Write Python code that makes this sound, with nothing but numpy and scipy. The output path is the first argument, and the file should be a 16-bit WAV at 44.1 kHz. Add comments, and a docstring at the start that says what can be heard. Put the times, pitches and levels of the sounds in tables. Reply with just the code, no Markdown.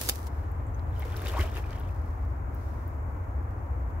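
"""A muddy forest pool, waded in rubber boots and heard at two spaced microphones over wind rumble and hush.
A bright splash of droplet impacts slaps down and drains away. A second later a boot drags through the
water and pulls out of the mud: trapped air rings as bubbles, a shrinking cavity gives a rising squelch,
and spray and drips fall back. The trunks scatter a short echo."""
import sys
import numpy as np
from scipy import signal
from scipy.fft import rfft, irfft, next_fast_len
from scipy.io import wavfile
from scipy.ndimage import uniform_filter1d, map_coordinates

SR = 44100
rng = np.random.default_rng(int(sys.argv[2]) if len(sys.argv) > 2 else 0)


def int16_out(signal):
    """Quantize to a 16-bit WAV file."""
    q = np.round(np.clip(np.atleast_2d(signal).T, -1, 1) * 32767)
    wavfile.write(sys.argv[1], SR, q.astype(np.int16))


N = 176400

# Coherence of the water's sound. Each row: frequency in Hz, left-right correlation.
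WATER_COHERENCE = [(300, 1), (7000, 0.091)]
# Spectrum of fine spray. Each row: frequency in Hz, relative level in dB.
SPRAY_SPECTRUM = [(1000, 8.5), (3500, 3.5), (5500, 5.5), (9000, -2), (11000, -1.5), (15500, -2.5)]
# Balance of the step and the wind. Each row: frequency in Hz, left minus right in dB.
POOL_BALANCE = [(60, 1.6), (6500, 2), (12000, -13)]


def amp(db):
    """Decibels to amplitude ratio."""
    return 10 ** (np.asarray(db) / 20)


def unit(x):
    """Normalisation to rms 1."""
    return x / np.sqrt(np.mean(x ** 2) + 1e-20)


def along(points, hz):
    """Interpolation of (Hz, value) points on a logarithmic frequency axis."""
    f, v = np.transpose(points)
    return np.interp(np.log(hz + 1), np.log(f + 1), v)


def envelope(rows):
    """Gain per sample, interpolated in decibels between (s, dB) rows."""
    return amp(np.interp(np.arange(N) / SR, *np.transpose(rows)))


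def filtered(x, response):
    """Linear filtering: the spectrum times a frequency response."""
    m = next_fast_len(N + SR // 2)
    return irfft(rfft(x, m) * response(np.fft.rfftfreq(m, 1 / SR)), m)[..., :N]


def add(track, start_s, sound):
    """Superposition of a sound on a track."""
    part = track[max(round(start_s * SR), 0):][:len(sound)]
    part += sound[:len(part)]


def white():
    """Two uncorrelated white noises."""
    return rng.standard_normal((2, N))


def grains(per_s, spread_db, wash):
    """Shot noise: two independent showers of uneven impacts on a wash of white noise."""
    hits = (rng.random((2, N)) < per_s / SR) * np.sign(white())
    sizes = amp(spread_db * np.minimum(rng.exponential(size=(2, N)), 4))
    return unit(hits * sizes) + wash * white()


def flicker(depth_db, per_s):
    """Random amplitude modulation: a smooth gain of rms 1."""
    knots = rng.standard_normal(int(N * per_s / SR) + 4)
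    wander = map_coordinates(knots, [np.arange(N) * per_s / SR])
    return unit(amp(depth_db * np.minimum(wander, 2)))


def stereo(pair, spectrum, coherence):
    """Partial coherence: two independent signals are coloured and mixed as mid and side, to rms 1."""
    def response(hz):
        angle = np.arccos(np.clip(along(coherence, hz), -1, 1)) / 2
        return amp(along(spectrum, hz)) * [np.cos(angle), np.sin(angle)]
    mid, side = filtered(pair, response)
    return unit(np.array([mid + side, mid - side]))


def placed(x, balance, left_lag_s):
    """Direction as differences of level and arrival time between the microphones."""
    half = np.array([[.5], [-.5]])
    return filtered(x, lambda hz: amp(half * along(balance, hz))
                    * np.exp(-2j * np.pi * hz * left_lag_s * half))


def trees(x):
    """Scattering among trunks: a diffuse echo at each microphone, its treble dying first."""
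    # Each row: frequency in Hz, time to fall 60 dB in seconds.
    decay_times = [(500, 0.3), (12000, 0.09)]
    hz, t, noise = signal.stft(rng.standard_normal((2, SR // 3)), SR, nperseg=256)
    tail = signal.istft(noise * amp(-60 * t / along(decay_times, hz)[:, None]), SR, nperseg=256)[1]
    return signal.fftconvolve(np.atleast_2d(x), tail / np.linalg.norm(tail[0]), axes=1)[:, :N]


def wind(evenness=0.27):
    """Wind and forest as coloured noise: a deep swelling rumble, a hush and a faint hiss."""
    # Each row: frequency in Hz, relative level in dB.
    rumble_spectrum = [(15, -59), (38, -9.5), (60, 3), (82, 2.5), (125, -12.5), (160, -23.5), (300, -74.5)]
    hush_spectrum = [(170, -5), (270, 1), (400, -4), (1000, -3.5), (1400, -10), (2200, -20), (3300, -41.5),
                     (9000, -85)]
    hiss_spectrum = [(4500, -11), (6800, 5), (9000, -7.5), (13000, -2)]
    # Each row: time in seconds, level in dB.
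    rumble_levels = [(.25, -36), (.5, -31), (.9, -28.5), (1.05, -32)]
    # Each row: frequency in Hz, left-right correlation.
    coherence = [(290, 0.89), (1200, -0.3), (3100, 0.2)]
    rumble = stereo(white(), rumble_spectrum, [(60, 0.99)])
    swell = np.sqrt(abs(uniform_filter1d(rumble[0] ** 2, size=SR // 12)) + 1e-6)
    rumble = envelope(rumble_levels) * unit(rumble / swell ** evenness)  # random swells partly evened
    hush = amp(-44) * stereo(white(), hush_spectrum, coherence)
    hiss = amp(-74) * flicker(depth_db=1, per_s=5.55) * stereo(white(), hiss_spectrum, coherence)
    return placed(rumble + hush + hiss, POOL_BALANCE, left_lag_s=0)


def swishes(width_s=.13):
    """Ripples settle against the rubber: noise under Gaussian envelopes."""
    # Each row: time of the crest in seconds, level in dB.
    crests = [(.38, -66), (2.08, -71), (2.64, -65.5), (2.84, -70)]
    t = np.arange(N) / SR
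    swell = sum(amp(db) * np.exp(-((t - s) / width_s) ** 2) for s, db in crests)
    return swell * stereo(white(), SPRAY_SPECTRUM, WATER_COHERENCE)


def tick(hz, t60_s=0.0098, q=1.74):
    """A drop's impact is a damped band of noise: the smaller the drop, the higher the band."""
    t = np.arange(SR // 12) / SR
    f = np.fft.rfftfreq(len(t), 1 / SR)
    band = (f * hz / (f * hz + 1j * q * (f * f - hz * hz))) ** 2
    noise = irfft(rfft(rng.standard_normal(len(t))) * band, len(t))
    return unit(noise) * amp(-60 * t / t60_s)


def spray():
    """Impact noise: fine droplets patter in clusters; larger drops and clots tick on water and rubber, and a
    bursting gulp pops low."""
    # Each row: time in seconds, level in dB.
    patter_levels = [(.85, -80), (1.0, -58), (1.22, -53.5), (1.265, -44.5), (1.34, -51.5), (1.42, -44.5),
                     (1.49, -58.5), (1.58, -52), (1.63, -61.5), (2.5, -74.5)]
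    # Each row: start in seconds, centre frequency in Hz, level in dB. The 510 Hz row is the pop of a gulp
    # bursting; the rest are drops and clots.
    drops = [(.518, 11900, -53.5), (.7945, 3970, -53), (0.9953, 14200, -39), (1.0227, 1940, -35),
             (1.1654, 4520, -39.5), (1.170, 12700, -40.5), (1.219, 11500, -42), (1.27, 4330, -35),
             (1.282, 10900, -39.5), (1.4097, 4500, -35), (1.4572, 510, -24.5), (1.569, 1960, -32.5),
             (1.585, 12000, -43), (1.707, 4630, -46), (1.7293, 4570, -46), (1.7989, 13300, -46.5),
             (2.5476, 14500, -45), (2.879, 14600, -50.5)]
    clusters = envelope(patter_levels) * flicker(depth_db=3.0, per_s=170)
    patter = stereo(grains(per_s=450, spread_db=3.0, wash=1.0), SPRAY_SPECTRUM, WATER_COHERENCE)
    ticks = np.zeros((2, N))
    for s, hz, db in drops:
        for side in ticks:
            add(side, s, amp(db) * tick(hz))
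    return clusters * patter + ticks + amp(-10.0) * trees(ticks)


def bubble(hz, rise=0.11, onset_cycles=0.79):
    """An air pocket rings as a damped oscillator, its pitch rising as it nears the surface."""
    cycles = hz * np.arange(SR // 12) / SR
    life_cycles = 25.2 * (hz / 1000) ** 0.63  # smaller bubbles ring for more cycles
    age = cycles / life_cycles
    onset = 1 - np.exp(-cycles / onset_cycles)
    return amp(-60 * age) * onset * np.sin(2 * np.pi * cycles * (1 + rise * age))


def slosh(count=600, low_hz=380, high_hz=4000, spread_db=8):
    """The boot churns the water: shot noise of splatter with a froth of small resonating bubbles."""
    # Each row: time in seconds, relative level in dB.
    levels = [(.9, -63), (.99, -51.5), (1.2, -47), (1.27, -39.5), (1.32, -42.5), (1.41, -37.5), (1.48, -49),
              (1.54, -49.5), (1.576, -41), (1.615, -57.5), (1.73, -48), (2.15, -82)]
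    # Each row: frequency in Hz, relative level in dB.
    spectrum = [(120, -17), (280, 8), (1100, -2.5), (1500, 0), (3000, -10), (4000, -15), (12000, -30)]
    start_s = levels[0][0]
    length_s = levels[-1][0] - start_s
    froth = np.zeros(N)
    for when, pitch, size in rng.random((count, 3)):
        hz = low_hz * (high_hz / low_hz) ** pitch
        add(froth, start_s + when * length_s, amp(spread_db * size) * bubble(hz))
    froth = unit(froth) * np.sqrt(length_s / (N / SR))  # rms 1 while it sounds
    churn = stereo(grains(per_s=900, spread_db=5.0, wash=0.47), spectrum, WATER_COHERENCE)
    water = envelope(levels) * (amp(-6) * froth + amp(-2) * churn)
    return water + amp(-12.0) * trees(water)


def gulps_and_drips():
    """Bubble resonance: large air pockets gulp low, single drips ring high."""
    # Each row: start in seconds, starting pitch in Hz, level in dB.
    pockets = [(.668, 7400, -47.5), (.746, 6300, -46), (1.030, 2090, -34), (1.023, 753, -30.5),
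               (1.055, 460, -28), (1.143, 1480, -33), (1.270, 3600, -30.5), (1.283, 2890, -32.5),
               (1.338, 1100, -30), (1.347, 574, -24), (1.369, 950, -23), (1.383, 1055, -22.5),
               (1.388, 315, -23), (1.393, 74, -11), (1.3945, 2040, -25.5), (1.411, 2950, -26),
               (1.437, 620, -26.5), (1.476, 3030, -39), (1.562, 2700, -36), (1.576, 2560, -33),
               (1.641, 2350, -39.5), (1.730, 2950, -42), (1.776, 3060, -45), (1.891, 2480, -46.5)]
    rings = np.zeros(N)
    for s, hz, db in pockets:
        add(rings, s, amp(db) * bubble(hz))
    return rings + amp(-8.5) * trees(rings)


def squelch(start_s=1.335, length_s=0.111, from_hz=700, to_hz=3440, damping=0.48, bands=9):
    """Air sputters through the mud into a cavity whose resonance climbs as it shrinks."""
    progress = np.clip((np.arange(N) / SR - start_s) / length_s, 0, 1)
    sputter = grains(per_s=920, spread_db=3, wash=0.3)[0]
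    sweep = np.zeros(N)
    for k, position in enumerate(np.linspace(0, 1, bands)):
        hz = from_hz * (to_hz / from_hz) ** position ** 1.6
        ring = filtered(sputter, lambda f: (1j * f * hz / (hz * hz - f * f + 1j * f * hz * damping)) ** 2)
        crossfade = np.maximum(1 - abs(progress * (bands - 1) - k), 0)
        sweep += unit(ring) * crossfade
    return amp(-40.5) * sweep * np.sqrt(abs(np.sin(np.pi * progress)))


def splash(attack_s=0.00056):
    """Impact transients: thrown water slaps down in decaying noise bursts within a shower of droplets."""
    # Each row: start in seconds, level in dB, time to fall 60 dB in seconds.
    impacts = [(.0128, -20.5, 0.019), (.0886, -11.5, .014), (.0945, -11.5, 0.019), (.1565, -30.5, .014),
               (.268, -42, 0.044)]
    # Each row: time in seconds, level in dB.
    shower_levels = [(0, -38), (.1, -38), (.125, -47), (.25, -56), (.282, -53), (.3, -100)]
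    # Each row: frequency in Hz, relative level in dB.
    spectrum = [(150, -4.5), (550, 0), (1100, -4.5), (3200, -1), (5900, 1), (7500, -1), (15500, -0.5)]
    # Each row: frequency in Hz, left minus right in dB.
    balance = [(400, -7), (1500, 5.5), (3500, 0), (7000, 0), (12000, -3)]
    droplets = grains(per_s=2500, spread_db=8.5, wash=1.0)
    shower = envelope(shower_levels) * stereo(droplets, spectrum, WATER_COHERENCE)
    bursts, t = np.zeros(N), np.arange(SR // 8) / SR
    for s, db, t60 in impacts:
        add(bursts, s, amp(db - 60 * t / t60) * (1 - np.exp(-t / attack_s)))
    slaps = bursts * stereo(white(), spectrum, WATER_COHERENCE)
    return placed(shower + slaps + amp(-13.5) * trees(slaps), balance, left_lag_s=0.00017)


def scene():
    """Superposition of the splash, the dragged step and the wind."""
    step = gulps_and_drips() + slosh() + squelch() + spray() + swishes()
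    return splash() + placed(step, POOL_BALANCE, left_lag_s=0.00006) + wind()


def record(dry):
    """Band limiting: a steep low-pass, with a brief fade at the end."""
    top_hz, edge_hz, fade_s = 15950, 250, .006
    ramp = np.minimum(np.arange(N)[::-1] / (fade_s * SR), 1)
    faded = dry * np.sin(np.pi / 2 * ramp) ** 2
    return filtered(faded, lambda hz: np.clip((top_hz - hz) / edge_hz, 0, 1) ** 2)


dry = scene()
out = record(dry)
int16_out(out)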